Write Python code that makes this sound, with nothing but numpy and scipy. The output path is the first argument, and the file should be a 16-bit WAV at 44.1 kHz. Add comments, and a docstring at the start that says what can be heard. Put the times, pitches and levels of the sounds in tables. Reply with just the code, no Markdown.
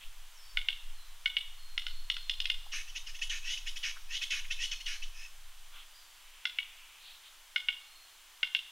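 """A quiet snowy forest, with a capercaillie displaying close to the microphone, straight ahead.
Hollow double clicks ring the air column of its neck and quicken into a roll and a cork pop. Air forced
through its throat makes a run of scratchy grinding strokes, then the slow clicks start again.
The snow and the trunks echo the bird. Small birds whistle and murmur far off, over a steady hiss of
forest air and microphone noise, and the deep rumble of slow air pressing on the microphone."""
import sys
import numpy as np
from scipy import signal
from scipy.fft import rfft, irfft, next_fast_len
from scipy.io import wavfile
from scipy.ndimage import uniform_filter1d, map_coordinates

SR = 44100
rng = np.random.default_rng(int(sys.argv[2]) if len(sys.argv) > 2 else 0)


def file_out(sig):
    """Save sig as 16-bit WAV at sys.argv[1]."""
    # one column per channel
    cols = np.atleast_2d(sig).T
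    # limit, then scale
    lim = np.clip(cols, -1, 1)
    pcm = np.round(lim * 32767).astype(np.int16)
    wavfile.write(sys.argv[1], SR, pcm)


N = 384111

# The close bird's clicks. Each row: start in seconds, relative level in dB, lowest strong resonance
# and main resonance in Hz, hollowness and brightness in dB.
CLICKS = [(0.572, -18, 1480, 2873, 1.5, -1.5), (0.6862, -13.5, 1576, 2813, -13, -4),
          (1.2584, -18, 1490, 2867, -0.5, 0.5), (1.3678, -15, 1510, 2830, -12, -2),
          (1.778, -21.5, 1400, 2817, 1.5, 10), (1.8666, -26, 1470, 2900, 8.5, 15.5),
          (2.1001, -19, 1330, 2853, -5.5, 10.5), (2.167, -30, 1432, 2740, 10, 21.5),
          (2.2961, -21, 1510, 2820, -12, 15.5), (2.4024, -23.5, 1560, 2845, -8, 21),
          (2.4556, -22, 1530, 2674, -15, 13), (2.5005, -17.5, 1500, 2790, -6, 12.5),
          (6.4538, -21.5, 1480, 2780, 10, 12), (6.5866, -15.5, 1485, 2790, -6, -16),
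          (7.5604, -20.5, 1492, 2846, 7, 4.5), (7.6857, -13.5, 1458, 2800, -4.5, -11),
          (8.4305, -18.5, 1507, 2770, 2.5, 4), (8.549, -14.5, 1586, 2780, -10.5, 1)]
# First and second click of a pair. Each row: middle resonance in Hz, then gains in dB at that
# resonance, near 3.6 kHz and near 5.5 kHz.
CLICK_PAIR = [(2151, 7.5, -4.5, 3), (2178, 2, -6, -1)]
# The neck's air column at rest. Each row: resonance in Hz, relative level in dB, t60 in seconds.
THROAT_MODES = [(890, -22.5, 0.052), (1499, -5.5, 0.041), (1920, -44, 0.03), (2247, -0.5, 0.034),
                (2680, -27, 0.015), (2926, 7, 0.025), (3213, 7.5, 0.012), (3488, -1, 0.028),
                (4190, -12.5, 0.026), (5075, -21.5, 0.039), (5630, -22.5, 0.027), (6530, -22.5, 0.014),
                (9070, -41.5, 0.018)]
# Its lowest, middle and main strong resonances at rest, in Hz.
REST_HZ = [1490, 2185, 2860]
# Where a click's hollow, middle, main, high and top gains act, in Hz.
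COLOUR_HZ = [1500, 2200, 2850, 3600, 5500]
# The wet snap at the edge of a click. Each row: frequency in Hz, relative level in dB.
SNAP_SPECTRUM = [(3000, -32), (5200, 3), (6500, -9), (7600, 0), (9000, 4), (10500, -12), (12500, -14),
                 (15500, -20)]
# The bird turns and its tail fan hides the snap. Each row: time in seconds, snap gain in dB.
TAIL_SHADE = [(0, 1), (3, 3), (5, -2)]
# How the beak radiates. Each row: frequency in Hz, gain in dB.
BEAK_RESPONSE = [(100, -18), (250, -10), (370, -9), (550, -37), (850, -5.5), (1200, -17.5), (1450, -3),
                 (3700, -0.5), (4500, -3), (5300, 0), (6500, -8), (7800, -7.5), (12000, 2.5)]


def throat_clicks(crack_db=-4, crack_t60=0.003, snap_db=-30, snap_t60=0.026, snow_s=0.00295, snow_db=-6):
    """Each click cracks and rings the throat; the snow returns a copy a moment later."""
    out, t = np.zeros(N), np.arange(SR // 16) / SR
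    attack = 1 - np.exp(-t / 0.00035)
    mode_hz, mode_db, t60 = np.transpose(THROAT_MODES)[:, :, None]
    for k, (start, db, low_hz, main_hz, hollow, bright) in enumerate(CLICKS):
        middle_hz, middle_db, high_db, top_db = CLICK_PAIR[k % 2]
        # A bright click opens the beak wider: a shorter ring, a lower and weaker middle resonance.
        opening = max(bright, 0)
        damping = 1 + 0.0449 * opening
        middle_hz -= 9 * opening
        middle_db += 0.38 * hollow - 0.25 * opening
        high_db += 0.71 * bright
        colour_db = np.interp(mode_hz, COLOUR_HZ, [hollow, middle_db, 0, high_db, top_db + bright])
        colour_db += rng.normal(0, 1.0, mode_hz.shape)
        tuning = np.interp(mode_hz, REST_HZ, np.array([low_hz, middle_hz, main_hz]) / REST_HZ)
        decay = amp(mode_db + colour_db - 60 * t / t60 * damping)
        ring = np.sum(decay * np.sin(2 * np.pi * mode_hz * tuning * t), axis=0)
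        crack = amp(crack_db + high_db / 2 - 60 * t / crack_t60) * np.sin(2 * np.pi * main_hz * t)
        shade_db = np.interp(start, *np.transpose(TAIL_SHADE))
        snap = coloured(rng.standard_normal(len(t)), SNAP_SPECTRUM)
        snap *= amp(snap_db + shade_db + 0.25 * bright - 60 * t / snap_t60)
        click = amp(db - 5) * attack * (ring + crack + snap)
        add(out, start, click)
        add(out, start + snow_s * rng.normal(1, 0.062), amp(snow_db) * click)
    return filtered(out, lambda hz: amp(along(BEAK_RESPONSE, hz)))


# Draws swell out of a rising squeak. Each row: start and length in seconds, relative level in dB,
# final resonance in Hz.
DRAWS = [(3.42, 0.13, -35.5, 3100), (4.086, 0.092, -35.5, 3147), (4.57, .09, -34.5, 3023),
         (5.107, 0.16, -52, 2664)]
# Flicks are short upward chirps. Each row: start and length in seconds, relative level in dB.
FLICKS = [(2.867, 0.044, -52.5), (2.947, 0.037, -38), (3.137, 0.032, -47), (3.187, 0.0117, -50),
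          (3.211, 0.028, -34.5), (3.567, 0.022, -42.5), (3.656, 0.042, -36.5), (3.755, 0.026, -38.5),
          (4.209, 0.034, -32), (4.5, 0.031, -33), (4.797, 0.022, -47), (5.017, 0.029, -43)]
# Scrapes start hard, drop in pitch and trail off as a rasp. Each row: start and length in seconds,
# relative level in dB, rise time in seconds.
SCRAPES = [(2.712, 0.11, -36, 0.024), (3.061, 0.045, -43.5, 0.014), (3.295, 0.091, -34.5, 0.0039),
           (3.824, 0.092, -32.5, 0.015), (4.302, 0.1, -31.5, 0.0055), (4.711, 0.031, -33, 0.0055),
           (4.858, 0.11, -35.5, 0.0074)]


def grinding_strokes(t):
    """Each push of breath as (start s, level dB, pressure, resonance Hz, squeak dB)."""
    for start, length, db, final_hz in DRAWS:
        glide_hz = np.interp(t, [0, length], [2440, final_hz])
        yield start, db, breath_pressure(t, 0.68 * length, length), glide_hz, -3.5
    for start, length, db in FLICKS:
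        glide_hz = np.interp(t, [0, length], [2400, 3157])
        yield start, db, breath_pressure(t, 0.48 * length, length), glide_hz, -2
    for start, length, db, rise in SCRAPES:
        glide_hz = np.interp(t, [0, 0.026], [3290, 2452])
        squeak_db = -3 - 117 * t  # the squeak dies as the pressure sags
        yield start, db, breath_pressure(t, rise, length, sag_db=7), glide_hz, squeak_db


def breath_pressure(t, rise, length, sag_db=3, release_t60=0.012):
    """Air pressure of one stroke: it builds, sags while held, then lets go."""
    held = np.clip((t - rise) / max(length - rise, 0.001), 0, 1)
    return np.minimum(t / rise, 1) * amp(-sag_db * held - 60 * np.maximum(t - length, 0) / release_t60)


# The throat's rasp with its main resonance at RASP_HZ. Each row: frequency in Hz, relative level in dB.
RASP_SPECTRUM = [(800, -84), (1300, -14), (1700, -5), (1950, -22), (2300, 3), (2800, 4.5), (3300, 7),
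                 (3900, -5), (4600, -3), (7000, -61)]
RASP_HZ = 2800
# The breath's hiss, heard close. Each row: frequency in Hz, relative level in dB.
HISS_SPECTRUM = [(2500, -71), (4300, -5), (5500, 8), (6500, 6.5), (7100, -1.5), (7700, -13), (8900, -14.5),
                 (9900, -9.5), (11000, -20), (12800, -19), (15000, -55)]


def grinding(width_hz=230, snow_s=0.0027, snow_db=-8):
    """Gritty bursts of air through a gliding throat; weak flow favours the squeak, strong the rasp."""
    out, t = np.zeros(N), np.arange(SR // 4) / SR
    for start, db, pressure, hz, squeak_db in grinding_strokes(t):
        weakness_db = -40 - db  # weaker strokes are hissier and squeakier
        bright_db = -7 + 0.29 * weakness_db
        grit = unit(amp(0.5 * wobble(693, len(t))))  # the flow catches and slips
        rasp = coloured(grit * rng.standard_normal(len(t)), RASP_SPECTRUM)
        rasp = map_coordinates(rasp, [np.cumsum(hz) / RASP_HZ], mode="mirror")  # resonances glide as one
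        rasp += amp(bright_db / 2 - 4) * narrow(0.7 * hz, width_hz)  # an open throat's lower resonance
        breath = patchy(grit * rng.standard_normal(len(t)), depth_db=2.8)
        hiss = amp(bright_db - 1) * coloured(breath, HISS_SPECTRUM)
        squeak = narrow(hz, width_hz) + amp(bright_db - 3) * narrow(2 * hz, width_hz)
        squeak *= amp(squeak_db + 0.22 * weakness_db)
        add(out, start, amp(db) * (pressure ** 1.25 * (amp(-4) * rasp + hiss) + pressure * squeak))
    add(out, snow_s, amp(snow_db) * out)  # the snow's reflection
    return out


# Trunks around the microphone. Each row: echo delay in seconds, relative level in dB.
TRUNK_ECHOES = [(0.0121, -15), (0.016, -14.5), (0.0193, -14), (0.029, -24), (.0405, -22.5), (0.0426, -15.5)]
# The tail from deeper in the forest. Each row: frequency in Hz, t60 in seconds.
FOREST_DECAY = [(300, 0.16), (1500, 0.55), (3000, 0.7), (6000, 1), (12000, 0.15)]
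# The raised beak sends more treble into the trees. Each row: frequency in Hz, echo gain in dB.
ECHO_COLOUR = [(1000, -6), (2100, -3.5), (2850, -1), (3500, 4.5), (6000, 0.5), (9000, 11)]


def forest_echoes(sound, near_db=-13, near_t60=0.4, far_db=-19):
    """Trunk echoes, scatter from near branches and a faint long tail; all shift as the bird turns."""
    out, block = np.zeros(N), SR // 4
    for start in range(0, N, block):  # fresh echo paths every quarter second
        hz, t, noise = signal.stft(rng.standard_normal((2, SR)), SR, nperseg=256)
        far_t60 = along(FOREST_DECAY, hz)[:, None]
        near = signal.istft(noise[0] * amp(-60 * t / near_t60), SR, nperseg=256)[1]
        far = signal.istft(noise[1] * amp(-60 * t / far_t60), SR, nperseg=256)[1]
        response = np.zeros(SR)
        add(response, 0.009, amp(near_db) * near / np.linalg.norm(near))
        add(response, 0.035, amp(far_db) * far / np.linalg.norm(far))
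        for delay, db in TRUNK_ECHOES:
            add(response, delay + rng.normal(0, 0.0005), amp([db - 1]))
        add(out, start / SR, signal.fftconvolve(sound[start:start + block], response))
    return filtered(out, lambda hz: amp(along(ECHO_COLOUR, hz)))


# Small birds far off. Each row: start and length in seconds, starting pitch in Hz, relative level in dB,
# fall in Hz per second.
WHISTLES = [(0.34, 0.059, 5930, -57, 11900), (.395, .1, 5380, -59, 1210), (0.417, 0.16, 4640, -63, 700),
            (0.93, 0.16, 4250, -61.5, 2060), (1.565, 0.38, 4320, -59, 800), (1.818, .28, 4350, -57, 300),
            (2.085, .28, 4280, -54, 501), (4.601, 0.35, 4300, -55.5, 70), (5.92, 0.23, 4900, -63.5, 1470),
            (7.805, 0.25, 4260, -61, 100)]


def songbirds(blur_hz=190, gain_db=-6.5, rise_s=0.016, release_t60=0.12):
    """Thin far whistles that sink in pitch, blurred by their way through the trees."""
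    out, t = np.zeros(N), np.arange(SR // 2) / SR
    for start, length, hz, db, fall in WHISTLES:
        swell = np.minimum(t / rise_s, 1) * amp(-60 * np.maximum(t - length, 0) / release_t60)
        glide_hz = hz - fall * np.minimum(t, length)
        add(out, start, amp(db + gain_db) * swell * narrow(glide_hz, blur_hz))
    return out


# Faint sounds, near and far. Each row: start and length in seconds, centre in Hz, level in dB.
NOISE_SWELLS = [(0, 0.062, 2800, -51.5), (2.66, 0.016, 870, -55.5), (2.734, 0.0079, 990, -49.5),
                (3.955, 0.031, 1410, -52.5), (4.44, 0.024, 2250, -46.5), (5.703, 0.12, 1250, -60),
                (5.71, 0.14, 2860, -54), (6.099, 1.13, 2530, -59), (6.979, 0.22, 3300, -54.5),
                (7.225, 0.072, 3130, -55)]


def pops_and_murmurs():
    """Soft noise swells: a click's fading echo, low pops amid the grinding, distant bird chatter."""
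    out = np.zeros(N)
    for start, length, hz, db in NOISE_SWELLS:
        swell = np.sin(np.linspace(0, np.pi, round(length * SR)))
        band = [(hz / 3, -30), (hz / 1.02, 0), (hz * 1.2, 0), (hz * 1.9, -30)]
        add(out, start, amp(db) * swell * coloured(rng.standard_normal(len(swell)), band))
    return out


# Slow air movement at the microphone. Each row: time in seconds, relative level in dB.
AIR_SWELL = [(0.0, -32), (0.36, -57.5), (0.53, -36.5), (1.33, -51.5), (1.91, -38.5), (2.3, -41.5),
             (2.57, -36.5), (2.86, -42.5), (3.3, -42.5), (3.34, -44), (3.61, -42.5), (4.26, -50.5),
             (4.72, -40), (5.35, -44.5), (6.01, -62), (8.7, -69)]
# The rumble it makes. Each row: frequency in Hz, relative level in dB.
RUMBLE_SPECTRUM = [(5, -14.5), (11, 8.5), (15, 5.5), (20, -4), (28, -18.5), (45, -67.5)]
# The drone just above the rumble. Each row: frequency in Hz, relative level in dB.
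DRONE_SPECTRUM = [(20, -3), (45, 6), (62, -18), (100, -9), (130, -22.5), (200, -28), (400, -46)]


def microphone_rumble(rumble_db=3, drone_db=-46):
    """Slow air movement presses on the microphone; a faint low drone swells with it."""
    swell_db = np.interp(np.arange(N) / SR, *np.transpose(AIR_SWELL))
    pressure = amp(swell_db + rumble_db) * coloured(rng.standard_normal(N), RUMBLE_SPECTRUM)
    drone = amp(swell_db / 2 + drone_db) * coloured(rng.standard_normal(N), DRONE_SPECTRUM)
    return pressure * signal.windows.tukey(N, 0.02) + drone


# Forest air and the microphone's own hiss. Each row: frequency in Hz, relative level in dB.
BACKGROUND_SPECTRUM = [(88, -44), (150, -19.5), (264, -25), (308, -11), (492, -14.5), (587, -8.5),
                       (1010, 0), (1470, -1), (2740, 0.5), (3020, 4.5), (4200, -2.5), (5410, -4),
                       (6080, -3.5), (9710, -6), (15800, -10.5)]
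# How alike the two channels hiss. Each row: frequency in Hz, left-right correlation.
BACKGROUND_CORRELATION = [(1800, 1), (3300, .998), (5000, .94), (8000, .7), (13000, .62)]


def background_hiss(level_db=-57.5):
    """Steady background hiss: centred forest air, with wide microphone hiss in the treble."""
    def spread(hz):
        return np.arccos(np.clip(along(BACKGROUND_CORRELATION, hz), -1, 1)) / 2
    mid = filtered(rng.standard_normal(N), lambda hz: np.cos(spread(hz)))
    side = filtered(rng.standard_normal(N), lambda hz: np.sin(spread(hz)))
    return amp(level_db) * coloured(np.array([mid + side, mid - side]), BACKGROUND_SPECTRUM)


def amp(db):
    """Decibels to gain."""
    return 10 ** (np.asarray(db) / 20)


def unit(x):
    """Scale to rms 1."""
    return x / np.sqrt(np.mean(x ** 2) + 1e-20)


def along(points, hz):
    """(Hz, value) points read on a log axis."""
    point_hz, values = np.transpose(points)
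    return np.interp(np.log(hz + 1), np.log(point_hz + 1), values)


def filtered(x, response):
    """x times a response of frequency."""
    size = x.shape[-1]
    padded = next_fast_len(size + 8192)
    return irfft(rfft(x, padded) * response(np.fft.rfftfreq(padded, 1 / SR)), padded)[..., :size]


def coloured(x, spectrum):
    """x shaped by a (Hz, dB) spectrum, at rms 1."""
    return unit(filtered(x, lambda hz: amp(along(spectrum, hz))))


def wobble(rate, size):
    """A smooth random curve, rate knots a second."""
    return map_coordinates(rng.standard_normal(size), [np.arange(size) * rate / SR], mode="mirror")


def narrow(hz, width_hz):
    """Noise ringing in a resonance that follows the curve hz."""
    phase = 2 * np.pi * np.cumsum(hz) / SR
    return unit(wobble(width_hz, len(hz)) * np.cos(phase) + wobble(width_hz, len(hz)) * np.sin(phase))


def patchy(x, depth_db):
    """x with bands that come and go every few hundredths of a second."""
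    bands = signal.stft(x, nperseg=256)[2]
    patches = uniform_filter1d(rng.standard_normal(bands.shape), size=4, axis=0)
    patches = unit(uniform_filter1d(patches, size=14, axis=1))
    return unit(signal.istft(bands * amp(depth_db * patches), nperseg=256)[1][:len(x)])


def add(track, start, sound):
    """Mix a sound into the track at start seconds."""
    part = track[max(round(start * SR), 0):][:len(sound)]
    part += sound[:len(part)]


def scene(far_wet_db=6):
    """The bird close and straight ahead, the forest around it; far whistles carry more echo."""
    direct = throat_clicks() + grinding() + pops_and_murmurs()
    whistles = songbirds()
    echoes = forest_echoes(direct + amp(far_wet_db) * whistles)
    return direct + whistles + echoes + microphone_rumble() + background_hiss()


def record(dry, top_hz=15800):
    """Nothing is kept above the band limit."""
    return filtered(dry, lambda hz: hz < top_hz)


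dry = scene()
out = record(dry)
file_out(out)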